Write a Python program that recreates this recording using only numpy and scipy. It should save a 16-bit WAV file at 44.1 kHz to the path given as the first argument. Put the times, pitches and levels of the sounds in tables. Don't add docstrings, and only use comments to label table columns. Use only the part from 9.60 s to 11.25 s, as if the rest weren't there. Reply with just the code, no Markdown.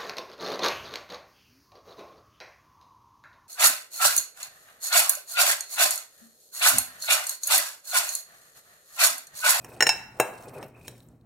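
import sys
import numpy as np
from scipy import signal
from scipy.fft import rfft, irfft, next_fast_len
from scipy.io import wavfile
from scipy.ndimage import map_coordinates

SR = 44100
rng = np.random.default_rng(int(sys.argv[2]) if len(sys.argv) > 2 else 0)


def generate_wav(signal):
    frames = np.transpose(np.atleast_2d(signal))
    scaled = np.clip(frames, -1, 1) * 32767
    pcm = np.round(scaled).astype(np.int16)
    wavfile.write(sys.argv[1], SR, pcm)


N = 72765
TIME_S = np.arange(N) / SR


def amp(db):
    return 10 ** (np.asarray(db) / 20)


def along(points, hz):
    knots_hz, values = np.transpose(points)
    return np.interp(np.log(hz + 1), np.log(knots_hz + 1), values)


def tone(points, hz):
    return amp(along(points, hz)) * (hz > points[0][0] / 2)


def peak(hz, centre_hz, half_width_hz):
    return 1 / (1 + ((hz - centre_hz) / half_width_hz) ** 2)


def envelopes(rows):
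    times, *columns = np.transpose(rows)
    return [amp(np.interp(TIME_S, times, db)) for db in columns]


def wobble(rate_hz):
    knots = rng.standard_normal(int(N * rate_hz / SR) + 4)
    return map_coordinates(knots, [TIME_S * rate_hz])


def filtered(x, response):
    size = next_fast_len(N + SR // 2)
    return irfft(rfft(x, size) * response(np.fft.rfftfreq(size, 1 / SR)), size)[..., :N]


def stereo(noises, likeness, gain):
    angle = lambda hz: np.arccos(along(likeness, hz)) / 2
    mid, side = filtered(noises, lambda hz: gain(hz) * [np.cos(angle(hz)), np.sin(angle(hz))])
    return np.array([mid + side, mid - side])


def ring(modes, t, loss=lambda hz: 0):
    return sum(amp(db + rng.normal(0, 1) - 60 * (t / t60 + loss(hz))) * np.sin(2 * np.pi * hz * t)
               for hz, db, t60 in modes)


def add(out, start_s, x):
    out[round(start_s * SR):][:len(x)] += x


# freq_hz, correlation
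NOISE_LIKENESS = [(60, .998), (500, .93), (3000, 0.67), (12000, 0.89)]


def grainy_noise(gain, grain_db, rate_hz):
    grains = rng.standard_normal((2, N)) * amp(grain_db * wobble(rate_hz))
    noise = stereo(grains, NOISE_LIKENESS, gain)
    return noise / np.sqrt(np.mean(noise ** 2) + 1e-20)


# freq_hz, density_db
AIR_TONE = [(15, -49), (25, -4), (120, -10), (195, -14.5), (242, -14.5), (439, -26), (591, -28), (988, -39),
            (1100, -37), (2160, -53.5), (16000, -62.5)]


def room_air(level_db=-50.5, fall_db_per_s=1):
    air = grainy_noise(lambda hz: tone(AIR_TONE, hz), grain_db=1.5, rate_hz=10)
    return amp(level_db - fall_db_per_s * TIME_S) * air


def fridge(pitch_hz=119, level_db=-53.5, waver_db=2.5):
    return amp(level_db + waver_db * wobble(rate_hz=6.7)) * np.sin(2 * np.pi * pitch_hz * TIME_S)


# freq_hz, t60_s
KITCHEN_DECAY = [(300, 0.26), (1000, 0.85), (3000, 0.51), (8000, 0.4), (15000, 0.55)]


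def kitchen(x, level_db=-13):
    likeness = [(200, 0.73), (1500, 0.3), (4000, 0.17), (12000, 0.37)]  # freq_hz, correlation
    noise = stereo(rng.standard_normal((2, N)), likeness, np.ones_like)[:, :SR]
    hz, t, spectra = signal.stft(noise, SR, nperseg=256)
    decay = amp(-60 * t / along(KITCHEN_DECAY, hz)[:, None])
    tail = signal.istft(spectra * decay, SR, nperseg=256)[1]
    tail /= np.linalg.norm(tail[0])
    delayed = np.pad(x, (250, 0))[None]
    return amp(level_db) * signal.fftconvolve(delayed, tail, axes=1)[:, :N]


# time_s, fizz_db, top_db
SQUELCH_LEVELS = [(0, -62.5, -65.5), (.1, -63.5, -63), (.15, -59, -66), (.19, -58, -80), (.45, -85.5, -78),
                  (.57, -61, -84), (.76, -61, -78.5), (.83, -60, -63), (.88, -58.5, -66.5),
                  (.915, -62.5, -68.5), (.945, -58.5, -60), (.98, -56.5, -61), (1.005, -60, -72.5),
                  (1.04, -59, -61.5), (1.09, -72.5, -68), (1.125, -78, -88.5), (1.18, -68.5, -75),
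                  (1.25, -60.5, -67.5), (1.31, -59.5, -74.5), (1.34, -71, -74.5), (1.41, -64.5, -73.5),
                  (1.46, -78, -71), (1.52, -79.5, -83), (1.56, -86, -85.5), (1.65, -90.5, -96)]
# freq_hz, density_db
FIZZ_SPECTRUM = [(1760, -40), (3000, 2.5), (4170, 3), (4990, 5.5), (5150, 5), (6590, -1.5), (8040, 7.5),
                 (10500, 1), (13600, -36), (22000, -120)]


def squelch(split_hz=10500):
    fizz_gain, top_gain = envelopes(SQUELCH_LEVELS)
    fizz_band = lambda hz: tone(FIZZ_SPECTRUM, hz) * (hz > 2500) * (hz < split_hz)
    fizz = grainy_noise(fizz_band, grain_db=4, rate_hz=130)
    top = grainy_noise(lambda hz: peak(hz, 13500, 3500) * (hz > split_hz), grain_db=4, rate_hz=220)
    return fizz_gain * fizz + top_gain * top


# time_s, drag_db, scrape_db
CUT_LEVELS = [(0, -55.5, -65.5), (.06, -52.5, -63), (.16, -51.5, -63.5), (.3, -41.5, -53), (.5, -76, -81),
              (.58, -49, -69.5), (.68, -42.5, -63), (.79, -54, -77), (.86, -47.5, -59.5),
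              (.915, -52.5, -75.5), (.97, -43.5, -51.5), (1.04, -45, -89), (1.11, -62.5, -97),
              (1.15, -58.5, -60.5), (1.2, -55, -67), (1.27, -60.5, -58), (1.34, -64.5, -76.5),
              (1.45, -69.5, -93), (1.65, -74.5, -92)]
# freq_hz, density_db
DRAG_SPECTRUM = [(120, -35.5), (200, -4), (396, 3.5), (712, 2.5), (783, 0), (894, -2.5), (2120, -13),
                 (2560, -25), (3500, -35), (4550, -61), (7700, -120)]


def cutting():
    drag_gain, scrape_gain = envelopes(CUT_LEVELS)
    drag = grainy_noise(lambda hz: tone(DRAG_SPECTRUM, hz) * (hz < 4000), grain_db=2.5, rate_hz=78)
    scrape = grainy_noise(lambda hz: peak(hz, 2510, 88), grain_db=3, rate_hz=100)
    return drag_gain * drag + scrape_gain * scrape


# pitch_hz, level_db, t60_s
COUNTER_MODES = [(128.7, -23.5, 0.21), (403.7, -8, 0.054), (487.6, -4.5, 0.052), (613, -9.5, 0.089),
                 (766.4, -9, 0.063), (854, 1, 0.03), (1010, -14, 0.036), (1473, -5, 0.033), (2294, -3, .02),
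                 (2760, 5, 0.0098)]
# start_s, level_db
BUMP_EVENTS = [(0.87, -22), (0.954, -19.5), (0.974, -21), (0.994, -41), (1.035, -46.5), (1.049, -23.5),
               (1.281, -30)]


def bumps(attack_s=0.006, tilt_db_per_octave=-8):
    out, t = np.zeros(N + SR), np.arange(SR // 5) / SR
    modes = [(hz, db + tilt_db_per_octave * np.log2(hz / 500), t60) for hz, db, t60 in COUNTER_MODES]
    attack = 1 - np.exp(-t / attack_s)
    for start_s, level_db in BUMP_EVENTS:
        add(out, start_s, amp(level_db - 5.5) * attack * ring(modes, t))
    return out[:N]


# start_s, level_db, pitch_hz, click_db
TICK_EVENTS = [(0.0864, -72, 2110, -10), (0.1644, -38, 2630, -4), (0.825, -28, 6220, -9),
               (0.8948, -39.5, 2460, -0.5), (1.2125, -44, 2432, -11), (1.2485, -43, 2524, -2.5),
               (1.2609, -36.5, 2554, -5), (1.3094, -36, 5320, -18.5), (1.3523, -47.5, 2300, -24.5),
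               (1.3797, -45.5, 7480, 2), (1.4041, -35, 3960, -11.5), (1.487, -28.5, 7630, -27.5),
               (1.6117, -47, 4100, -11.5)]


def ticks(attack_s=0.0014, ring_cycles=15, click_t60_s=0.0063):
    out, t = np.zeros(N + SR), np.arange(SR // 5) / SR
    attack = 1 - np.exp(-t / attack_s)
    for start_s, level_db, pitch_hz, click_db in TICK_EVENTS:
        click = amp(click_db - 60 * t / click_t60_s) * rng.standard_normal(len(t))
        ping = ring([(pitch_hz, 0, ring_cycles / pitch_hz)], t)
        add(out, start_s, amp(level_db + 5) * attack * (ping + click))
    return out[:N]


# centre_hz, half_width_hz
CRACK_HOLLOWS = [(1180, 96), (4500, 250), (6150, 170)]


def impact_noise(colour, t, floor_hz=332, rattle_hz=2360, bite_hz=8000):
    hz = np.fft.rfftfreq(len(t), 1 / SR)
    highpass = hz ** 4 / (hz ** 4 + floor_hz ** 4)
    hollows = np.prod([1 - .75 * peak(hz, *band) for band in CRACK_HOLLOWS], axis=0)
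    spectrum = rfft(rng.standard_normal(len(t))) * amp(along(colour, hz)) * highpass * hollows
    burst = lambda band, db, t60_s: amp(db - 60 * t / t60_s) * irfft(spectrum * band, len(t))
    crack = burst(1, db=0, t60_s=0.018)
    rattle = burst(peak(hz, 0, rattle_hz), db=-16.5, t60_s=0.36)
    bite = burst(hz > bite_hz, db=-11, t60_s=.07)
    return crack + rattle + bite


BOWL_MODE_HZ = [910, 1635, 1740, 2687, 3915, 5324, 6600, 6882, 8489, 10270, 11490, 12900, 14460]
# level_db, t60_s
BOWL_RING = [(-21, 0.22), (-15.5, 0.34), (-1, 0.047), (-8.5, 0.28), (-1, 0.18), (-6.5, 0.12), (-19, 0.067),
             (-10.5, 0.11), (-13, 0.22), (-15, 0.17), (-35.5, 0.19), (-32.5, 0.22), (-30.5, .15)]
BAND_HZ = [480, 900, 1750, 2700, 3900, 5350, 6900, 10000]
# start_s, level_db, band_db for each of BAND_HZ, relative_pressure, crack_db
CLINK_EVENTS = [(0.0453, -29, -18.5, -16, -20.5, -18.5, -42, -19.5, -21, -30.5, 0.84, 4.5),
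                (0.2059, 2, -23.5, -23.5, -10.5, -19, -24, -16.5, -16.5, -32.5, 1.5, -9),
                (0.2233, 1.5, -21, -16.5, -11, -17, -29.5, -7.5, -10, -26, 0.68, -13),
                (.267, 5, -27.5, -26.5, -19.5, -18, -28.5, -13.5, -16.5, -26.5, 0.79, -17),
                (0.291, 7, -44, -19.5, -27.5, -20, -34.5, -15, -23, -38.5, 0.015, -6),
                (.599, 0, -12.5, -9.5, -19.5, -19, -35.5, -27, -21, -30, 0.019, -1),
                (1.027, -31, -6, -8.5, -16.5, -11, -29, -18.5, -26, -34, 0.34, 4),
                (1.2799, -20, -13, -31.5, -26.5, -31, -21, -25, -21, -32, 1.6, 3)]
CLINK_RISE_HZ = [50, 125, 92, 85, 0, 0, 0, 0]


def clinks(attack_s=.0008, damping_per_s=5.4, grip_per_s2=500):
    out, t = np.zeros(N + SR), np.arange(SR // 2) / SR
    envelope = (1 - np.exp(-t / attack_s)) * (1 - t / t[-1])
    for (start_s, level_db, *band_db, pressure, crack_db), rise_hz in zip(CLINK_EVENTS, CLINK_RISE_HZ):
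        colour = list(zip(BAND_HZ, band_db))
        loss = lambda hz: pressure * (damping_per_s * (hz / 2700) ** -.8 * t + grip_per_s2 * t * t)
        modes = [(hz + rise_hz, db + along(colour, hz), t60)
                 for hz, (db, t60) in zip(BOWL_MODE_HZ, BOWL_RING)]
        bowl = ring(modes, t, loss)
        foot = ring([(hz, db + along(colour, hz), t60) for hz, db, t60 in COUNTER_MODES], t)
        noise = amp(crack_db + 15) * impact_noise(colour, t)
        add(out, start_s, amp(level_db + 2) * envelope * (bowl + foot + noise))
    return out[:N]


# freq_hz, left_over_right_db
CONTACT_PAN = [(480, 1), (900, 1), (1800, 0), (2700, 1.5), (3950, 6), (5370, -6), (6920, 0), (13000, -1)]
# freq_hz, left_lead_rad
CONTACT_PHASE = [(480, .15), (1800, 0), (2700, .4), (3950, -1.6), (5370, .5), (6920, -.5), (8500, .4),
                 (10300, .7), (13000, -.6)]


def scene():
    contacts = clinks() + ticks() + bumps()
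    side = np.array([[.5], [-.5]])
    balance = lambda hz: amp(side * along(CONTACT_PAN, hz))
    phase = lambda hz: np.exp(1j * side * along(CONTACT_PHASE, hz))
    direct = filtered(contacts, lambda hz: balance(hz) * phase(hz))
    return direct + kitchen(contacts) + cutting() + squelch() + fridge() + room_air()


# centre_hz, width_hz, depth_fraction
TONE_DIPS = [(3400, 200, .7), (4900, 450, 1), (7620, 250, 1)]


def record(dry, bass_hz=83, top_hz=15900):
    def response(hz):
        gain = (hz < top_hz) * (1j * hz / (bass_hz + 1j * hz)) ** 2
        for centre_hz, width_hz, depth in TONE_DIPS:
            gain *= 1 - depth * 1j * hz * width_hz / (centre_hz ** 2 - hz ** 2 + 1j * hz * width_hz)
        return gain
    return filtered(dry, response)


dry = scene()
out = record(dry)
generate_wav(out)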